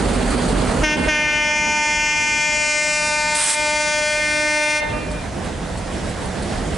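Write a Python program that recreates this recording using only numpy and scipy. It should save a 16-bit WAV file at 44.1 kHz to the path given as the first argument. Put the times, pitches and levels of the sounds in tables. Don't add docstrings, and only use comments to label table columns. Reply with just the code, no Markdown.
import sys
import numpy as np
from scipy import signal
from scipy.fft import rfft, irfft
from scipy.io import wavfile
from scipy.ndimage import uniform_filter1d

SR = 44100
rng = np.random.default_rng(int(sys.argv[2]) if len(sys.argv) > 2 else 0)


def output_pcm(signal):
    pcm = np.clip(np.atleast_2d(signal).T, -1, 1) * 32767
    wavfile.write(sys.argv[1], SR, np.round(pcm).astype(np.int16))


N = 298557
STEP = 64

# start_s, length_s, level_db (before the changes made in blow)
BLASTS = [(0.822, 0.158, -33), (1.07, 3.751, -31.5)]


def horn():
    rates_hz = (2.4, 0.74, 59.0, 11.0)
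    fading = np.transpose([wander(top_hz, count=37) for top_hz in rates_hz], (1, 0, 2))
    return sum(blow(start, length, level_db, fading) for start, length, level_db in BLASTS)


# time_s, pitch_hz
NOTE = [(.8, 301), (2.4, 300.8), (4, 301), (4.25, 301.4), (4.8, 301.3)]
# extra_hz, settling_s
SHARP = [(14, .014), (5.5, .06)]
# pitch_hz, level_db
HORN_TONES = [(301, -1), (602, 4), (903, 4), (1204, -7.5), (1505, -4.5), (1806, -3), (2107, 4.5), (2408, 4),
              (2709, -0.5), (3300, -2), (3900, -10), (4800, -11.5), (5700, -8.5), (11100, -17.5)]
# pitch_hz, left_over_right_db
HORN_LEAN = [(60, -0.5), (130, -0.5), (270, -5.5), (560, -1), (1180, 2), (2480, 2.5), (5220, -1),
             (11000, 2)]
# time_s, pitch_hz
BEAM = [(.9, 7600), (1.5, 8550), (2.4, 8300), (3.05, 10500)]
# time_s, level_db
PRESSURE = [(1.07, 2.5), (1.4, 4.5), (1.7, 1), (2.2, 1.5), (2.8, 0.5), (3.1, -1), (3.7, 2.5), (4.2, -3.5),
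            (4.6, 4), (4.8, 3.5)]
SWELL_TONES = [(1, 1), (2, 2), (3, 3), (5, 6), (7, 8), (9, 11), (12, 14), (15, 37), (22, 27)]
# time_s, level_db
SWELLS = [
    [(.9, 10), (1.3, 1.5), (1.85, 2), (2.5, -0.5), (3.2, -6.5), (3.7, -3.5), (4.12, -6), (4.3, 3),
     (4.6, 3.5), (4.75, -4)],
    [(1.1, -2.5), (1.6, -3.5), (2, -7), (2.35, -11), (2.5, -2), (2.9, 0), (3.3, -5), (3.8, 0), (4.08, 4),
     (4.3, -0.5), (4.58, 2.5), (4.75, -3)],
    [(1.1, -3.5), (1.35, -5), (1.8, 3), (2.08, -5), (2.22, 1), (2.6, -6.5), (2.78, -11.5), (3.2, -2),
     (3.7, -2.5), (4.12, -10.5), (4.6, -2), (4.8, -4.5)],
    [(1.1, 7), (1.5, 4), (2, 3.5), (2.7, 2), (3.7, 1.5), (4.3, 7), (4.8, 1.5)],
    [(1.1, -0.5), (1.45, 1.5), (1.75, 0), (2.1, 2.5), (2.8, 1), (3.1, -2.5), (3.5, 0), (3.9, 2), (4.3, 1),
     (4.8, 0)],
    [(1.1, 2.5), (1.6, -0.5), (2.1, 3), (2.8, 2.5), (3.2, -0.5), (4, 2.5), (4.8, -0.5)],
    [(1, 3.5), (3.1, 4), (3.8, -2.5), (4.4, 2.5)],
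    [(.9, 2), (1.4, -1), (1.9, 4), (2.8, 6.5), (3.3, 3), (4, 5.5), (4.8, 2)],
    [(1.1, -3.5), (1.5, 3), (2.8, 4.5), (3.2, 0.5), (4.2, -3)],
]
LIFT_HZ, LIFT_S = 5, .045
ATTACK_S, RELEASE_S = 0.019, 0.038
BLOOM_S = 0.0083
KICK_DB, KICK_S = 15, .022
MISSED_DB = -11


def blow(start, length, blast_db, fading):
    t = np.arange(fading.shape[-1]) * STEP / SR
    span = slice(round(start * SR), round((start + length) * SR))
    now = np.arange(N)[span] / SR
    age, left = now - start, start + length - now

    pitch = curve(now, NOTE) + sum(hz * np.exp(-age / s) for hz, s in SHARP)
    pitch += LIFT_HZ * np.clip(1 - left / LIFT_S, 0, 1)
    pitch += 0.262 * flutter(10.0)[span]
    turns = np.cumsum(pitch) / SR
    spin = np.exp(2j * np.pi * turns)

    log_strength = read(HORN_TONES, abs(np.fft.fftfreq(2048, 1 / SR))) * np.log(10) / 20
    bell_phase = -signal.hilbert(log_strength).imag

    beam_hz = curve(t, BEAM)
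    level_db = blast_db + curve(t, PRESSURE)
    gust = wander(19.0, count=1)[0]
    out, tone = np.zeros((2, N)), 1
    for k, (slow, apart, quick, twist) in enumerate(fading, 1):
        hz = k * NOTE[0][1]
        db = read(HORN_TONES, hz) + level_db
        db += MISSED_DB / (1 + np.exp((beam_hz - hz) / 350))
        for (first, last), swell in zip(SWELL_TONES, SWELLS):
            if first <= k <= last:
                db += curve(t, swell)
        if k == 2:
            db += KICK_DB * np.exp(-abs(t - start) / KICK_S)

        stir = (k / 8) ** .5
        phase = bell_phase[round(hz / SR * 2048)] + 0.21 * stir * twist
        wave = ground(hz, t) * np.exp(1j * phase)
        late = BLOOM_S * min((k - 1) / 6, 1)
        gate = np.clip((age - late) / ATTACK_S, 0, 1) * np.clip((left - late) / RELEASE_S, 0, 1)
        tone = tone * spin
        shared_db = stir * (0.86 * slow + 0.55 * gust) + 1.03 * quick
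        lean_db = 1.03 * apart + read(HORN_LEAN, hz) / 2
        for side, sign in enumerate((1, -1)):
            size = wave * amp(db + shared_db + sign * lean_db) * np.exp(.1j * sign * slow)
            out[side, span] += (np.interp(now, t, size) * tone).real * gate
    return out


# time_s, delay_ms, share (of the direct sound), halved_hz (pitch where it is halved)
GROUND = [(1, 0.26, 0.56, 11000), (1.6, 0.26, 0.92, 8500), (2.2, 0.26, 0.77, 6000), (2.9, 0.29, 0.8, 4900),
          (3.3, 0.32, 0.67, 5400), (3.901, 0.35, 0.49, 4640), (4.7, 0.29, 0.63, 4520)]


def ground(hz, t):
    s, *columns = np.transpose(GROUND)
    delay_ms, share, halved_hz = (np.interp(t, s, column) for column in columns)
    bounce = share / (1 + (hz / halved_hz) ** 4)
    return 1 - bounce * np.exp(-2j * np.pi * hz * delay_ms / 1000)


# delay_s, level_db, strongest_hz, filter_width_hz, left_over_right_db
ECHOES = [(.045, -11, 680, 513, -9), (.125, -17, 2050, 915, 0), (0.1396, -9.5, 311, 286, -1.5),
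          (.13, -12, 3320, 1480, -3), (.215, -15, 1080, 605, -10), (.29, -22.5, 2540, 700, -6),
          (.38, -14.5, 600, 300, 2), (.42, -21, 1315, 414, -9), (.45, -25, 2480, 350, 6)]
# pitch_hz, fade_s
YARD = [(300, 2), (2500, 0.56), (8000, 0.19)]


def yard(x):
    out = np.zeros((2, N))
    for delay, db, hz, width, pan_db in ECHOES:
        slap = resonate(resonate(x, hz, width), hz, width)
        slap = np.roll(slap, round(delay * SR))
        slap *= amp(2.54 * flutter(19.5))
        out += amp(db + np.array([[.5], [-.5]]) * pan_db) * slap

    taps = np.zeros((2, SR))
    at = np.arange(600, SR - 20, 20) + rng.integers(0, 20, (2, (SR - 601) // 20))
    np.put_along_axis(taps, at, rng.choice([-1., 1.], at.shape), 1)
    hz, t, z = signal.stft(taps, SR, nperseg=256)
    z *= amp(-60 * t / read(YARD, hz)[:, None])
    tail = signal.istft(z, SR, nperseg=256)[1]
    tail /= np.linalg.norm(tail[0])
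    return out + amp(-17.0) * signal.fftconvolve(x[None], tail, axes=1)[:, :N]


# pitch_hz, relative_level_db
SPIT_COLOUR = [(590, -19.5), (1000, -12), (1460, -8), (1590, -10), (2040, -8.5), (2230, -11), (2370, -7.5),
               (4030, -8.5), (6930, -9), (8560, 1), (11000, -11), (14300, -45), (22000, -120)]
SPIT_S, SPIT_SHUT_S, SPIT_DB = 3.34, 3.54, -11
CRACK_S, SWELL_DB, SWELL_S = 0.013, 11.5, 0.15
SHUT_S, DREG_DB, DREG_DB_PER_S = 0.012, -12, 202


def spit():
    t = np.arange(N) / SR
    age, shut = t - SPIT_S, np.maximum(t - SPIT_SHUT_S, 0)
    opening = np.clip(age / CRACK_S, 0, 1) ** 2
    opening *= amp(-SWELL_DB * np.clip(1 - age / SWELL_S, 0, 1))
    closing = np.maximum(np.exp(-shut / SHUT_S), amp(DREG_DB - DREG_DB_PER_S * shut))
    jet = noise(lambda hz, _: read(SPIT_COLOUR, hz), lambda hz: 0.84 + 0 * hz,
                lambda hz: -1.2 + 0 * hz, patchy_db=0.79)
    return jet * opening * closing * amp(SPIT_DB + 1.0 * flutter(40.))


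# pitch_hz, relative_level_db
FAR = [(18, -33), (30, 7.5), (53, -7), (108, -11), (239, -2), (321, -13.5), (364, -8.5), (489, -9.5),
       (977, -16), (1350, -18.5), (3530, -28.5), (4520, -27), (5510, -34), (8810, -30), (11000, -38),
       (14300, -72), (22000, -120)]
# pitch_hz, relative_level_db
NEAR = [(18, -32), (30, 1), (54, -0.5), (129, -9), (178, -5), (329, -12.5), (501, -13), (596, -12),
        (675, -12), (1190, -22), (1600, -21), (2100, -23), (2260, -26), (8590, -34.5), (11000, -39.5),
        (14300, -86), (22000, -120)]
# pitch_hz, likeness (1 is the same)
SAME = [(60, 0.94), (130, 0.91), (270, 0.84), (560, 0.59), (1180, 0.72), (2480, 0.8), (5220, 0.65),
        (11000, 0.91)]
# pitch_hz, left_over_right_db
LEAN = [(60, -1), (130, 0), (270, -7), (560, -4.5), (1180, -3), (2480, -2.5), (5220, -1.5), (11000, -5)]
# time_s, level_db
ROAR = [(0, -33), (1, -27), (2.5, -32), (3, -38.5), (4, -39), (5, -34.5), (5.5, -35), (6.77, -34.5)]
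# pitch_hz, filter_width_hz, far_level_db, near_level_db
HUMS = [(42.7, 8.8, -37.5, -52), (177.6, 6.2, -52, -49), (240.3, 6.2, -41.5, -69), (504, 2.8, -80, -53)]
# start_s, level_db
PUFFS = [(.13, -46), (.30, -42), (.48, -41), (.645, -42), (5.11, -44), (5.44, -45), (5.77, -44),
         (5.93, -57), (6.09, -48), (6.25, -46), (6.42, -44), (6.74, -48)]
# pitch_hz, width_hz, relative_level_db
PUFF_RING = [(4400, 500, 6), (7700, 80, 3), (8830, 930, 7)]


def engine():
    def nearness(s):
        return np.clip((s - 1) / 4, 0, 1)

    def colour(hz, s):
        share = nearness(s)
        return (1 - share) * read(FAR, hz) + share * (read(NEAR, hz) + 2.46)

    t = np.arange(N) / SR
    near = nearness(t)
    roar = noise(colour, lambda hz: read(SAME, hz), lambda hz: read(LEAN, hz), patchy_db=1.16)
    roar *= amp(curve(t, ROAR) + 0.79 * flutter(8.1))

    for hz, width, far_db, near_db in HUMS:
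        hum = resonate(resonate(rng.standard_normal(N), hz, width), hz, width)
        hum_db = (1 - near) * far_db + near * near_db
        roar += evened(hum) * amp(hum_db + np.array([[-.8], [.8]]))

    hiss = rng.standard_normal(N)
    ring = evened(sum(amp(db) * evened(resonate(hiss, hz, width)) for hz, width, db in PUFF_RING))
    puffs = bursts(PUFFS, rise_s=0.0068, fade_s=0.022) * ring
    return roar + puffs * amp([[-1.5], [1.5]])


# start_s, level_db
TICKS = [(2.32, -36), (2.72, -38), (3.12, -38), (4.23, -42)]


def ticks():
    bright = evened(resonate(rng.standard_normal(N), 3000, 5000))
    return bursts(TICKS, rise_s=.002, fade_s=0.0056) * bright


def bursts(starts, rise_s, fade_s):
    t = np.arange(N) / SR
    return sum(amp(db) * np.exp(-np.maximum(t - s, 0) / fade_s) * np.clip((t - s) / rise_s, 0, 1)
               for s, db in starts)


def noise(shape_db, same, lean_db, patchy_db):
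    frames, hz = N // 256 + 5, np.fft.rfftfreq(1024, 1 / SR)[:, None]
    a, b, c, d, patches = rng.standard_normal((frames, 513, 5)).T
    patches = uniform_filter1d(patches, size=14, axis=0)
    patches = evened(uniform_filter1d(patches, size=8, axis=1))
    like = np.clip(same(hz), -1, 1)
    left = a + 1j * b
    right = like * left + np.sqrt(1 - like ** 2) * (c + 1j * d)
    z = np.array([left, right])
    z *= amp(shape_db(hz, np.arange(frames) * 256 / SR) + patchy_db * patches)
    z *= amp(np.array([.5, -.5])[:, None, None] * lean_db(hz))
    return evened(signal.istft(z, nperseg=1024, noverlap=768)[1][:, :N])


def resonate(x, hz, width):
    return signal.lfilter(*signal.iirpeak(hz, hz / width, SR), x)


def wander(top_hz, count):
    size = N // STEP + 2
    f = np.fft.rfftfreq(size, STEP / SR)
    spectrum = rfft(rng.standard_normal((count, size)))
    return evened(irfft(spectrum / (1 + (f / top_hz) ** 3), size))


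def flutter(top_hz):
    row = wander(top_hz, count=1)[0]
    return np.interp(np.arange(N) / STEP, np.arange(len(row)), row)


def curve(t, points):
    return np.interp(t, *np.transpose(points))


def read(points, hz):
    f, value = np.transpose(points)
    return np.interp(np.log(hz + 1), np.log(f + 1), value)


def amp(db):
    return 10 ** (np.asarray(db) / 20)


def evened(x):
    return x / np.sqrt(np.mean(abs(x) ** 2) + 1e-20)


def scene():
    direct = horn()
    return direct + yard(direct.mean(0)) + spit() + engine() + ticks()


EDGE_HZ = 11100


def record(dry):
    hop = 128
    hop_s = hop / SR
    dry = signal.sosfilt(signal.butter(4, 33, "high", fs=SR, output="sos"), dry)
    sensed = signal.sosfilt(signal.butter(1, 200, "high", fs=SR, output="sos"), dry)
    power = uniform_filter1d((sensed ** 2).mean(0), size=400, origin=120)
    power_db = 10 * np.log10(abs(power)[::hop] + 1e-12)

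    most_db, aim_db = 17.5, -19.
    memory, quick, gain_db = 0., most_db, []
    for p in power_db:
        loud = max(p + most_db - aim_db - 3.0, 0)
        if loud > memory:
            memory += (loud - memory) * hop_s / 0.82
        else:
            memory -= min(memory, 3.63 * hop_s)
        want = min(most_db - 0.74 * memory, 0.88 * (aim_db - p))
        settle_s = .006 if want < quick else .012
        quick += (want - quick) * min(hop_s / settle_s, 1)
        gain_db.append(quick)

    held = dry * amp(np.interp(np.arange(N) / hop, np.arange(len(gain_db)), gain_db))
    lowpass = signal.firwin(511, EDGE_HZ, window=("kaiser", 9), fs=SR)
    return signal.oaconvolve(held, lowpass[None], "same")


dry = scene()
out = record(dry)
output_pcm(out)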